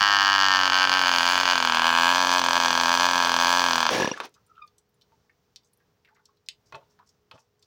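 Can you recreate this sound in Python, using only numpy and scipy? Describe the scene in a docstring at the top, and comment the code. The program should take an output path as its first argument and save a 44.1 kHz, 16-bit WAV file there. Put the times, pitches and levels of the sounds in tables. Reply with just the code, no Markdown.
"""A small two-stroke model aircraft engine runs rich on a snowy deck: sharp exhaust blasts, often every second
one weak. Pulses at each burn pass through a tail pipe, echoes and a ringing can; gas noise and propeller tones
follow the crank. A hand chokes it, and it coasts down in chuffs made of short fading tones and puffs of noise.
Then come a squeak from a bending whistle, clicks and scuffs from shaped noise, and knocks from ringing wood. A
quiet background noise, lifted slightly near 15 kHz, and a faint hum lie under everything."""
import sys
import numpy as np
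from scipy import signal
from scipy.fft import rfft, irfft, next_fast_len
from scipy.io import wavfile
from scipy.ndimage import uniform_filter1d, map_coordinates

SR = 44100
rng = np.random.default_rng(int(sys.argv[2]) if len(sys.argv) > 2 else 0)


def generate_wav(signal):
    """Clip the signal to [-1, 1] and save it as 16-bit WAV at the path in sys.argv[1]."""
    frames = np.transpose(np.atleast_2d(signal))
    scaled = np.clip(frames, -1, 1) * 32767
    pcm = np.round(scaled).astype(np.int16)
    wavfile.write(sys.argv[1], SR, pcm)


N = 337806

# How fast the crankshaft spins. Each row: time in seconds, speed in turns per second.
SPEED = [(0.0, 102.38), (0.282, 97.4), (0.282, 99.04), (0.763, 90.43), (0.79, 92.71), (0.978, 92.06),
         (1.211, 85.52), (1.428, 91.73), (1.726, 81.58), (2.06, 85.44), (2.16, 90.12), (2.42, 88.79),
         (2.464, 86.91), (2.878, 84.76), (3.081, 88.88), (3.401, 84.85), (3.615, 89.17), (3.882, 80.2),
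         (4.122, 17.22), (4.19, 1.0)]
CHOKE_S = 3.897  # the hand closes the intake, in seconds


def amp(db):
    """Turn dB into a plain factor."""
    return 10 ** (np.asarray(db) / 20)


def unit(x):
    """Scale a sound to rms 1."""
    return x / np.sqrt(np.mean(x ** 2) + 1e-20)


def curves(rows):
    """One value per sample for each column after the time."""
    s, *cols = np.transpose(rows)
    return [np.interp(np.arange(N) / SR, s, c) for c in cols]


def between(t0, t1, fade):
    """1 inside the span, 0 outside, with short ramps."""
    return np.interp(np.arange(N) / SR, [t0 - fade, t0, t1, t1 + fade], [0, 1, 1, 0])


def wobble(rate):
    """A smooth random curve with this many random points a second."""
    points = rng.standard_normal(int(N * rate / SR) + 4)
    return map_coordinates(points, [np.arange(N) * rate / SR])


def filtered(x, response):
    """Reshape x by a complex response given as a function of frequency."""
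    m = next_fast_len(len(x) + 8192)
    f = np.fft.rfftfreq(m, 1 / SR)
    return irfft(rfft(x, m) * response(f), m)[:len(x)]


def noise(spectrum):
    """Noise of rms 1 with the given (Hz, dB) colour."""
    hz, db = np.transpose(spectrum)
    white = rng.standard_normal(N)
    return unit(filtered(white, lambda f: amp(np.interp(np.log(f + 1), np.log(hz + 1), db))))


def blend(spectra, hand):
    """Noise whose colour follows the hand from away (0) to near (1)."""
    return np.sqrt(1 - hand) * noise(spectra[0]) + np.sqrt(hand) * noise(spectra[1])


def band(f, hz, width):
    """One resonance that rings only after it is struck."""
    return 1j * f * width / (hz * hz - f * f + 1j * f * width)


def train(times, sizes):
    """Impulses that may fall between two samples."""
    at = times[:, None] * SR
    taps = np.floor(at) + np.arange(-7, 9)
    kernel = np.sinc(taps - at) * np.cos(np.pi * (taps - at) / 16) ** 2
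    return np.bincount(taps.astype(int).ravel(), (sizes[:, None] * kernel).ravel(), N)[:N]


def add(out, s, sound):
    """Mix a short sound in at time s."""
    part = out[round(s * SR):][:len(sound)]
    part += sound[:len(part)]


def firings():
    """Time and strength (dB) of the burn in every turn; a poor burn also makes the next turns late."""
    # Stumbles, where every second turn burns badly.
    # Each row: first weak turn in seconds, number of weak turns, first loss in dB, last loss in dB.
    stumbles = [(.177, 1, -5, -7), (.238, 1, -2.5, -3.5), (.31, 2, -2.5, 0.5), (.371, 1, -5.5, -5.5),
                (.475, 2, -2, -2), (.527, 1, -2.5, -3), (.581, 5, -3, -2), (.689, 2, -10, -16),
                (.787, 1, -1.5, -3), (.863, 3, -16.5, -8), (.961, 5, -1.5, -6.5), (1.104, 7, -6.5, -2.5),
                (1.345, 3, -3, -5.5), (1.422, 2, -8, -13.5), (1.467, 1, -3, -3.5), (1.545, 9, -9, -9.5),
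                (1.759, 2, -5.5, -4.5), (1.808, 2, -9, -6), (1.915, 3, -4.5, -2.5), (2.137, 1, -4, -3.5),
                (2.17, 2, -2.5, -2), (2.237, 4, -4.5, -4), (2.405, 7, -14.5, -4.5), (2.59, 2, -7.5, -4),
                (2.625, 8, -4.5, -6), (2.823, 1, -7, -10), (2.846, 3, -4, -1), (2.963, 2, -4.5, -7.5),
                (3.077, 8, -5.5, -2.5), (3.26, 6, -5.5, -7), (3.435, 2, -1.5, -1), (3.539, 14, -1, -10.5),
                (3.854, 2, -2, -12.5)]
    start_turn = -.9  # crank position at 0 s, in turns
    weak_scatter, choked_db = 0.21, -41  # spread as a share of a loss; what still burns once choked
    # delay in seconds that a lost burn costs; share of sag and of delay left a turn later
    lag_s, sag_kept, lag_kept = .00082, .7, .85
    turns = start_turn + np.cumsum(curves(SPEED)[0][:round(SPEED[-1][0] * SR)]) / SR
    times = np.interp(np.arange(int(turns[-1]) + 1), turns, np.arange(len(turns)) / SR)
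    loss_db = np.zeros(len(times))
    for s, count, first_db, last_db in stumbles:
        weak = np.argmin(abs(times - s)) + 2 * np.arange(round(count))
        loss_db[weak] = np.linspace(first_db, last_db, len(weak))
    # the flywheel slows after a poor burn
    sag = signal.lfilter([0, 1 - sag_kept], [1, -sag_kept], 1 - amp(loss_db))
    times = times + lag_s * signal.lfilter([1], [1, -lag_kept], sag)
    loss_db = np.minimum(loss_db * rng.normal(1, weak_scatter, len(times)), 0)
    return times, np.where(times > CHOKE_S, choked_db, loss_db)


def exhaust(f, which):
    """Port to listener: tail pipe, then reflections (duller the longer their way) and the ringing can."""
    # The tail pipe, one row for hand away and one for hand near.
    # Each row: low mode in Hz, high mode in Hz, corner of the rounded front in Hz.
    pipe_rows = [(1080, 4790, 4300), (935, 4790, 4600)]
    # Reflections off deck, boot, hand and wall.
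    # Each row: delay in milliseconds, gain with the hand away, gain with the hand near.
    echo_rows = [(0.18, 1.0, 0.83), (0.67, 0.49, 0.24), (0.84, 1.0, 0.86), (1.23, 0.35, 0.38),
                 (1.74, 0.22, 0.0), (1.86, 0.0, 0.63), (2.37, 0.45, 0.05), (3.05, 0.58, 0.44),
                 (3.68, 0.88, 0.39), (4.33, 0.73, 0.94), (4.92, 0.28, 0.0)]
    # Ringing of the silencer can.
    # Each row: pitch in Hz, width in Hz, level in dB with the hand away, level in dB with the hand near.
    can_rows = [(731, 158, 2, 3), (966, 60, -30, 3), (1335, 48, -2, -30), (1607, 111, 10, 5),
                (1773, 94, 8, -30), (2930, 456, 11, 5), (2520, 90, -30, 4), (3380, 260, -30, 0),
                (6050, 420, 0, 10)]
    low_hz, high_hz, front_hz = pipe_rows[which]
    pipe = band(f, low_hz, 500) * band(f, high_hz, 1375) / (1 + 1j * f / front_hz) ** 4
    echoes = sum(echo[1 + which] * np.exp(-2j * np.pi * f * echo[0] / 1000) / (1 + 1j * f * echo[0] / 2600)
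                 for echo in echo_rows)
    can = sum(amp(mode[2 + which]) * band(f, *mode[:2]) for mode in can_rows)
    return pipe * (1 + echoes + can)


def exhaust_blasts(times, loss_db, hand):
    """A good burn leaves the port as a steep shock, a poor one as a later, rounder puff."""
    # The reaching arm throws the blast back. Each row: time in seconds, level in dB against the blast.
    arm_rows = [(.5, -25), (.7, -8.5), (1.04, -8.5), (1.12, -20.5), (1.9, -16.5), (2.15, -21.5)]
    arm_s = .00392  # delay of the arm's reflection, in seconds
    edge_scatter = 0.42  # some blasts are sharper than others
    weak_dulls = 1  # poor burns lose their edge
    scatter = rng.standard_normal((len(times), 3))
    missing = 1 - amp(loss_db)
    shock = train(times - .00015 + 1e-5 * scatter[:, 0], amp(1.2 * loss_db + .6 * scatter[:, 1]))
    puff = train(times + .0004, .33 * missing * (loss_db > -25))
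    edge = train(times - .00015, (edge_scatter * scatter[:, 2] - weak_dulls * missing) * amp(1.2 * loss_db))
    sharp_edge = filtered(edge, lambda f: (1j * f / (1j * f + 2600)) ** 2)
    round_puff = filtered(puff, lambda f: 1 / (1 + 1j * f / 1500) ** 2)
    ports = shock + sharp_edge + round_puff
    grid = np.fft.rfftfreq(8192, 1 / SR)
    blasts = np.zeros(N)
    for which, share in enumerate([1 - hand, hand]):
        path = irfft(exhaust(grid, which))[:4096]
        blasts += signal.oaconvolve(ports * share, path)[:N]
    blasts = blasts / np.std(blasts[:4 * SR])
    thrown = filtered(blasts, lambda f: band(f, 1500, 1100) * np.exp(-2j * np.pi * f * arm_s))
    return blasts + amp(curves(arm_rows)[0]) * thrown


def gas_noise(since, burn, hand):
    """Turbulent exhaust gas and propeller wash: noise that swells at each burn and at each intake."""
    # Colour with the hand away, then near. 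Each row: frequency in Hz, relative level in dB.
    gas_spectra = [
        [(35, -54.5), (60, -20.5), (239, -34.5), (283, -23.5), (422, -20.5), (860, -6), (1450, -7), (1580, -10),
         (2030, -14.5), (2960, -9.5), (3810, -21), (4600, -9), (9000, -34), (11700, -70.5), (19800, -120)],
        [(35, -55), (60, -31), (207, -16), (255, -19.5), (388, -18), (955, -8.5), (1450, -8.5), (1610, -7),
         (1950, -14), (2450, -10), (3300, -6), (4000, -13), (6040, -13.5), (9000, -36), (11700, -60),
         (19800, -120)],
    ]
    intake = .6 * np.exp(-((since - .33) / 0.17) ** 2)
    swell = 1.0 + 0.28 * burn * np.exp(-since / 0.25) + intake
    gas = swell * amp(0.86 * wobble(150)) * blend(gas_spectra, hand)
    return amp(-13.5 + 3 * hand) * gas / np.std(gas)


def treble_hiss(since, burn, hand):
    """Intake and bearing hiss: it peaks at the blast and again when the intake opens."""
    # Colour with the hand away, then near. 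Each row: frequency in Hz, relative level in dB.
    hiss_spectra = [
        [(4410, -30.5), (7500, -4), (8820, -19.5), (9670, -5), (12100, -19), (13400, -14.5), (14900, 0.5),
         (16000, -7.5)],
        [(4120, -29.5), (7000, 7), (7580, -1), (8830, -10), (13200, -16), (14800, -7.5), (16000, -15.5)],
    ]
    flicker_db = 2.2  # unsteadiness of the hiss
    beats = 1.2 + 1.0 * burn * np.exp(-since / 0.15) + 0.88 * np.exp(-((since - .36) / 0.095) ** 2)
    return beats * burn ** 0.83 * amp(flicker_db * wobble(300)) * blend(hiss_spectra, hand)


def propeller_tones(angle):
    """Propeller and pumping tones at whole multiples of the shaft speed."""
    # Each row: multiple of the shaft speed, level in dB.
    blade_rows = [(1, -8), (2, -8.5), (3, 2.5), (4, -8), (5, -6.5), (6, -4)]
    smooth = uniform_filter1d(angle, size=2500)
    return sum(amp(db + 0.45 * wobble(10)) * np.sin(2 * np.pi * k * smooth) for k, db in blade_rows)


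def thin_whistles(angle):
    """Thin wavering whistles at seventeen and nineteen times the shaft speed."""
    # Each row: time in seconds, level in dB against the blasts.
    whistle_rows = [(0, -17.5), (.6, -16), (1.04, -17.5), (1.08, -20.5), (3.9, -21.5)]
    level = amp(curves(whistle_rows)[0] + 2.5 * wobble(15))
    return level * sum(np.sin(2 * np.pi * k * angle) for k in (17, 19))


def engine(times, loss_db):
    """The running engine: blasts, gas, hiss and tones, all tied to the turning crank."""
    # Levels along the run. Each row: time in seconds, blast in dB, propeller in dB, treble hiss in dB.
    run_rows = [(0.03, -22, -45, -54.5), (0.9, -21.5, -41, -52), (1.2, -21.5, -41.5, -44.5),
                (1.76, -21.5, -40.5, -47.5), (2.07, -22, -37.5, -42), (2.44, -21, -38.5, -41.5),
                (3.79, -21, -38, -41.5), (3.92, -20.5, -45.5, -49.5)]
    # The hand closing in on the exhaust. 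Each row: time in seconds, nearness from 0 to 1.
    hand_rows = [(0, 0.03), (.6, 0.35), (1.2, 0.76), (1.9, 0.94), (2.4, 1), (3.9, 0.93)]
    blast_db, blade_db, hiss_db = curves(run_rows)
    hand = np.clip(curves(hand_rows)[0], 0, 1)
    angle = np.interp(np.arange(N) / SR, np.r_[-.0013, times], np.arange(len(times) + 1))
    since = angle % 1  # share of a turn since the last burn
    burn = amp(np.append(loss_db[:1], loss_db)[angle.astype(int)])
    running = between(0, 3.9, 0.039)
    gas = gas_noise(since, burn, hand) + thin_whistles(angle)
    exhaust_sound = amp(blast_db) * (exhaust_blasts(times, loss_db, hand) + gas * running)
    hiss = amp(hiss_db) * treble_hiss(since, burn, hand) * running
    return exhaust_sound + hiss + amp(blade_db) * propeller_tones(angle) * between(0, 3.93, 0.081)


def changing_colour(x):
    """The tone colour changes over time: four colourings, each lifting or dipping its own bands, blend in turn."""
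    # Each row: centre in Hz, width in Hz, then the change in dB in the first, second, third and fourth colouring.
    colour_rows = [(95.7, 31, 6, 1, -1, -3), (397, 60, -3.5, -2, -11, -11), (602, 57, -3.5, 4.5, 4.5, 6),
                   (1078, 460, 1.1, -1, 2, 0.5), (1500, 110, 1, 6, 2, -0.3), (1650, 76, 0.5, -5, 4, 0.9),
                   (1796, 46, 4.5, -1.5, 2.5, 4), (1893, 28, -6, 9.5, 3.5, -0.7),
                   (2564, 200, -1.4, -10, -1, -2), (2033, 120, 0.5, -2.5, -5.5, -12.5),
                   (2370, 170, 1.6, 6.5, 4.5, 2.3), (2690, 120, -1.8, 5, 3, -5),
                   (2980, 150, 3.5, 3.5, 4, -2.15), (3790, 200, -2.5, -4.5, -4.5, -6),
                   (4586, 260, 1, 0.5, -11, -4), (5160, 200, 2.5, 3.5, -0.3, 1.6),
                   (5280, 140, 0.3, 0.9, -9, -4.5), (5520, 370, -1, -8.5, -12, -4.5),
                   (6000, 340, -6, -13, -1.7, 1.5), (6400, 490, 5, 6, -3, 1.4),
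                   (7000, 930, 0.4, -3.5, -4, -7), (7800, 160, -0.6, -0.5, 5, 4.5),
                   (7820, 300, -2, -2.5, -5, -7), (8150, 180, -3, 1, 6, 5), (8796, 900, -2, -0.5, -4.5, -4),
                   (9700, 230, -2, 7, 5.5, 2.5)]
    # Each row: time in seconds, number of the colouring from 0 to 3.
    turn_rows = [(0, 0), (.58, 0), (.74, 1), (1.55, 1), (1.86, 2), (2.1, 2), (2.17, 3), (8, 3)]
    colouring, = curves(turn_rows)
    f = np.fft.rfftfreq(4096, 1 / SR)
    out = np.zeros(N)
    for k in range(4):
        bands = [1 + (amp(row[2 + k]) - 1) * band(f, *row[:2]) for row in colour_rows]
        share = np.clip(1 - abs(colouring - k), 0, 1)
        out += share * signal.oaconvolve(x, irfft(np.prod(bands, axis=0)))[:N]
    return out


def background():
    """Steady background noise, its colour lifted slightly near 15 kHz, swaying slightly, and a faint two-pitch
    hum far off."""
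    # Colour of the background noise. Each row: frequency in Hz, relative level in dB.
    background_spectrum = [(18, -33.5), (30, -3), (106, 2), (319, -12), (415, -8), (540, -14), (937, -14.5),
                           (2410, -23.5), (5740, -24.5), (8300, -35.5), (13300, -40), (14800, -26),
                           (16000, -30.5)]
    # The hum. Each row: pitch in Hz, level in dB.
    hum_rows = [(417, -82), (480, -85.5)]
    t = np.arange(N) / SR
    hum = sum(np.sqrt(2) * amp(db + 2.5 * wobble(11)) * np.sin(2 * np.pi * hz * t) for hz, db in hum_rows)
    return amp(-70 + 1.2 * wobble(5.1)) * noise(background_spectrum) + hum


def coasting(times):
    """Unburnt charges chuff out of the port, the intake throat rings between; air hisses at both openings."""
    # Tones of one chuff. Each row: pitch in Hz, level in dB, time to fade by 60 dB in seconds.
    chuff_rows = [(233, 9, 0.0084), (980, 3.5, 0.012), (2457, -4.5, 0.01), (2788, -11.5, .025),
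                  (3480, -11, 0.013), (5700, -6.5, 0.018), (4500, -17.5, .012), (10000, -34.5, 0.016)]
    # Air and scraping as the shaft stops. Each row: time in seconds, level in dB.
    coast_rows = [(3.88, -30.5), (3.96, -26.5), (4.05, -30.5), (4.158, -47), (4.21, -50.5), (4.248, -41.5),
                  (4.32, -76)]
    # After the choke. Each row: time in seconds, chuff in dB, intake gulp in dB, crankcase boom in dB.
    choked_rows = [(3.9, -26, -25, -23), (3.94, -15.5, -16.5, -15), (3.975, -17.5, -15.5, -15),
                   (3.99, -12.5, -14.5, -18.5), (4.03, -8, -8, -14.5), (4.06, -8, -10.5, -18.5),
                   (4.09, -7.5, -20, -6.5), (4.14, -0.5, -19.5, -23)]
    # Air spits past the piston as the shaft rocks to rest.
    # Each row: start in seconds, length in seconds (half of the whole swell), level in dB.
    spit_rows = [(4.176, .004, -59.5), (4.201, .005, -53.5), (4.236, .004, -59.5), (4.245, .008, -53),
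                 (4.252, .005, -56), (4.262, .006, -61), (4.291, .003, -64.5)]
    gulp_turn = .29  # the intake opens this share of a turn after the exhaust
    out, jets, t = np.zeros(N), np.zeros(N), np.arange(SR // 10) / SR
    chuff_db, gulp_db, boom_db = curves(choked_rows)
    level_db, = curves(coast_rows)
    last = times[times > CHOKE_S]
    for s, turn_s in zip(last, np.diff(last, append=SPEED[-1][0])):
        at, gulp_s = round(s * SR), s + gulp_turn * turn_s
        rise = (1 - np.exp(-t / (.04 * turn_s))) ** 2  # slower turns open the port more slowly
        ring = sum(amp(level + rng.normal(0, 2.2) - 60 * t / t60) * np.sin(2 * np.pi * hz * t * rng.normal(1, 0.02))
                   for hz, level, t60 in chuff_rows)
        boom = amp(boom_db[at] - 60 * t / 0.032) * np.sin(2 * np.pi * 510 * t)
        add(out, s - .05 * turn_s, (amp(chuff_db[at]) * ring + boom) * rise)
        gulp = amp(gulp_db[round(gulp_s * SR)] - 60 * t / 0.028) * np.sin(2 * np.pi * 1700 * t)
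        add(out, gulp_s, gulp * (1 - np.exp(-t / 0.0033)))
        add(jets, s, amp(level_db[at] - 7.5 - 60 * t / .022) * rise)
        add(jets, gulp_s, amp(level_db[at] - 8 - 60 * t / .025) * rise)
    for s, length, db in spit_rows:
        add(jets, s, amp(db) * np.hanning(round(2 * length * SR)))
    air = noise([(100, -17.0), (400, -1.5), (1200, -8.0), (3000, -11.5), (6000, -16), (7500, -28), (16000, -50.5)])
    fizz = noise([(3000, -26.5), (6000, -1.5), (8000, -7), (10000, -3.5), (13000, -12), (15200, -4.0), (16000, -3.5)])
    out = filtered(out, lambda f: (1j * f / (1j * f + 90)) ** 2)  # a small port radiates no deep bass
    return out + amp(level_db + 1.8 * wobble(90)) * air * between(3.91, 4.3, 0.026) + jets * fizz


def handling():
    """Clicks: a tick, a crack, a noisy ring at each object's centre, a dull and a bright rattle; and rustle."""
    # Each row: start in seconds, level in dB, centre in Hz.
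    click_rows = [(4.175, -35.5, 1190), (4.177, -46.5, 6500), (4.202, -31, 2920), (4.202, -28.5, 1200),
                  (4.205, -40, 420), (4.212, -35.5, 970), (4.235, -37.5, 920), (4.237, -45.5, 3900),
                  (4.251, -45.5, 2600), (4.341, -52, 4930), (4.347, -61, 3200), (4.348, -58.5, 6200),
                  (4.465, -62.5, 9000), (4.667, -67, 8500), (4.676, -53, 4540), (4.782, -51.5, 7800),
                  (4.892, -70, 14000), (4.942, -68.5, 9040), (5.012, -54, 3740), (5.019, -55.5, 4200),
                  (5.023, -67, 5560), (5.12, -59.5, 896), (5.296, -55, 1870), (5.56, -36.5, 4290),
                  (5.633, -66.5, 4690), (5.646, -62.5, 6330), (5.732, -58, 10630), (5.773, -67.5, 11600),
                  (5.803, -61.5, 1620), (6.048, -52, 2680), (6.055, -54.5, 2320), (6.074, -57, 1926),
                  (6.087, -53.5, 1460), (6.109, -61.5, 870), (6.147, -62, 5660), (6.162, -58.5, 1950),
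                  (6.166, -59, 1180), (6.193, -62, 1450), (6.194, -67.5, 880), (6.255, -49, 5440),
                  (6.287, -61, 1080), (6.369, -64, 4000), (6.462, -56.5, 5000), (6.487, -29, 3700),
                  (6.724, -41, 2610), (6.751, -48.5, 3030), (6.753, -49, 5800), (6.81, -56.5, 900),
                  (6.833, -65, 2880), (6.99, -51, 950), (6.994, -54.5, 1190), (7.091, -54, 5600),
                  (7.313, -42.5, 3090), (7.314, -47, 1250), (7.355, -55, 1020), (7.379, -58, 3000),
                  (7.399, -60, 5780), (7.593, -64.5, 6150), (7.626, -51, 4550)]
    # Side modes of small hard parts. Each row: multiple of the centre, level in dB.
    side_modes = [(.81, 0), (1.17, -1.5), (1.38, -7.5), (.62, -13)]
    faint_db = -72  # the softest touch, from which hardness counts
    # fade of a faint 1 kHz click in seconds; shortening per dB of hardness; share kept an octave up
    ring_s, ring_hard, ring_kept = 0.15, 0.019, 0.5
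    out, t = np.zeros(N), np.arange(SR // 6) / SR
    for s, db, hz in click_rows:
        hard_db, octaves = db - faint_db, np.log2(hz / 1000)  # octaves count from 1 kHz
        t60 = np.clip(ring_s / (1 + ring_hard * hard_db) * ring_kept ** octaves, .045, .25)
        # small things have less dull rattle and tick harder; harder blows have more crack and less ring
        dull_db = -19.5 - 14 * octaves
        bright_db = -21.5 + 1.5 * octaves + 0.11 * hard_db
        tick_db = -20 + 3.5 * octaves - .4 * hard_db
        crack_db = -6 + 0.37 * hard_db
        ring_db = -0.5 - 0.098 * hard_db
        hiss = rng.standard_normal((5, len(t)))
        # the thin tick of first contact
        tick = unit(filtered(hiss[4], lambda f: band(f, 15000, 5000))) * amp(tick_db - 60 * t / .03)
        snap = filtered(hiss[0] * amp(-60 * t / .004), lambda f: band(f, hz, 1.3 * hz) ** 3)
        crack = snap / abs(snap).max() * amp(crack_db)
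        modes = [(hz, 4)]
        for ratio, level in side_modes:
            modes.append((hz * ratio * rng.normal(1, 0.041), level + 4.5 * min(octaves - 1.5, 0)))
        wider = 1 + 0.064 * hard_db  # harder blows blur the pitch
        ring = filtered(hiss[1], lambda f: sum(amp(g) * band(f, c, (30 + .035 * c) * wider) ** 2 for c, g in modes))
        ring = unit(ring) * amp(ring_db - 60 * t / t60)
        dull = unit(filtered(hiss[2], lambda f: band(f, 540, 1100) ** 3)) * amp(dull_db - 60 * t / 0.091)
        bright = unit(filtered(hiss[3], lambda f: band(f, 4000, 4500) ** 5)) * amp(bright_db - 60 * t / .055)
        add(out, s, amp(db) * (tick + crack + ring + dull + bright) * (1 - np.exp(-t / 0.0001)))
    # sleeve and snow
    cloth = noise([(2000, -26.0), (3500, -18.5), (5700, -4.5), (7500, -17.0), (10000, -47.5)])
    return out + amp(-92.5 + 2.7 * wobble(44) + 3.5 * wobble(6)) * cloth * between(3.9, 8, .02)


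def scuffs():
    """Sleeve and fingers rubbing: grainy noise that swells and fades around a centre."""
    # Each row: start in seconds, centre in Hz, level in dB.
    scuff_rows = [(4.351, 1197, -63.5), (4.55, 2920, -66), (5.641, 6340, -69.5), (6.149, 1660, -70),
                  (6.655, 5370, -64), (6.729, 3200, -56), (6.76, 595, -48.5), (6.895, 5540, -68.5),
                  (6.991, 1100, -60), (7.06, 5800, -64.5), (7.32, 3190, -62.5), (7.329, 600, -64),
                  (7.352, 910, -58), (7.334, 5200, -65.5), (7.382, 5700, -64.5), (7.615, 4990, -67)]
    scuff_s = 0.042  # time scale of the swell; the peak comes after a third of it
    out = np.zeros(N)
    grain = np.pad(amp(3 * wobble(200)), (0, SR), mode="edge")
    for s, hz, db in scuff_rows:
        u = np.arange(round(2.1 * scuff_s * SR)) / (scuff_s * SR)
        hiss = rng.standard_normal(len(u)) * grain[round(s * SR):][:len(u)]
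        rub = unit(filtered(hiss, lambda f: band(f, hz, 0.4 * hz) ** 2))
        add(out, s, amp(db) * rub * 6 * u * np.exp(-3 * u))
    return out


def squeak():
    """Rubber slipping on metal: a breathy whistle that grips hard a few times and then sings with overtones."""
    # Each row: time in seconds, pitch in Hz, level in dB, overtone level in dB, breathiness from 0 to 1.
    squeak_rows = [(4.48, 1360, -67, -25, 1), (4.52, 1290, -59, -32, 1), (4.57, 1310, -55, -36, 0.4),
                   (4.585, 1340, -53, -30, 0.2), (4.612, 1210, -56, -22, 0.3),
                   (4.626, 1224, -45.5, -3, 0.1), (4.645, 1198, -49, -16, 0.04),
                   (4.68, 1220, -85, -15, 0.35)]
    # Moments of hard grip. Each row: start in seconds, rough length in seconds, added level in dB.
    grip_rows = [(4.578, 0.0061, 15.5), (4.592, 0.0083, 9), (4.612, 0.02, 6), (4.639, 0.021, 2)]
    hz, db, over_db, breath = curves(squeak_rows)
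    breath = np.clip(breath, 0, 1)
    t, phase = np.arange(N) / SR, 2 * np.pi * np.cumsum(hz) / SR
    grip = 1.0 + sum(amp(g) * np.exp(-((t - s - d / 2) / (0.25 * d)) ** 2) for s, d, g in grip_rows)
    flutter = 1 - breath + breath * wobble(170)
    overtones = np.sin(2 * phase) + 0.34 * np.sin(3 * phase) + 0.15 * np.sin(4 * phase)
    return amp(db) * grip * flutter * (np.sin(phase) + amp(over_db) * overtones) * between(4.5, 4.68, 0.029)


def knocks():
    """The airframe knocks on the deck: every contact rings the modes of the wood anew."""
    # The wooden airframe. Each row: pitch in Hz, level in dB, time to fade by 60 dB in seconds.
    wood_rows = [(135, -14.5, 0.071), (247.7, -15, 0.055), (404, -5.5, .06), (500, 1.5, 0.054),
                 (634, 1, 0.073), (894, 1.5, 0.074), (1073, 5, 0.04), (1388, 1, 0.03), (1740, -6, 0.033),
                 (1940, -9, 0.032), (2550, -6, .025), (3270, -9, 0.019), (4200, -18, 0.019)]
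    # Each row: start in seconds, level in dB, tilt in dB per octave (a hard edge up, a soft push down).
    knock_rows = [(6.7235, -46, 4), (6.7271, -52, 5), (6.7382, -49.5, -7), (6.7459, -42, 8.5),
                  (6.7536, -46.5, 1), (6.7605, -51, -6), (6.8258, -68, -1), (7.312, -51, 12),
                  (7.3183, -56, -1), (7.338, -65, -11), (7.3489, -63, -11), (7.3547, -58, -1),
                  (7.378, -58, 3.5)]
    out, t = np.zeros(N), np.arange(SR // 5)[:, None] / SR
    hz, level_db, t60 = np.transpose(wood_rows)
    for s, db, tilt_db in knock_rows:
        spread_db, detune = rng.normal([[0], [1]], [[2.5], [.02]], (2, len(hz)))
        sizes = amp(db + level_db + tilt_db * np.log2(hz / 1000) + spread_db - 60 * t / t60)
        modes = sizes * np.sin(2 * np.pi * hz * detune * t) * (1 - np.exp(-t / 0.00071))
        add(out, s, modes.sum(1))
    return out


def porch(x):
    """A short answer from deck and wall: a fading burst of noise smears the sound."""
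    t = np.arange(SR // 5) / SR
    tail = filtered(rng.standard_normal(len(t)), lambda f: band(f, 1800, 4000)) * amp(-60 * t / 0.13)
    return x + amp(-13.0) * signal.fftconvolve(x, tail / np.linalg.norm(tail))[:N]


def scene():
    """Mix the engine in its changing colour, its coasting, the handling on the porch and the background."""
    times, loss_db = firings()
    running = changing_colour(engine(times, loss_db))
    touched = porch(handling() + scuffs() + squeak() + knocks())
    return (running + coasting(times) + touched + background())[None]


def record(dry):
    """The microphone drops deep bass and saturates gently on the loudest blasts; 16 kHz and up is cut."""
    x = filtered(dry[0], lambda f: (1j * f / (1j * f + 60)) ** 2)
    x = x / (1 + abs(x / .7) ** 6) ** (1 / 6)
    return filtered(x, lambda f: f < 16000)[None]


dry = scene()
out = record(dry)
generate_wav(out)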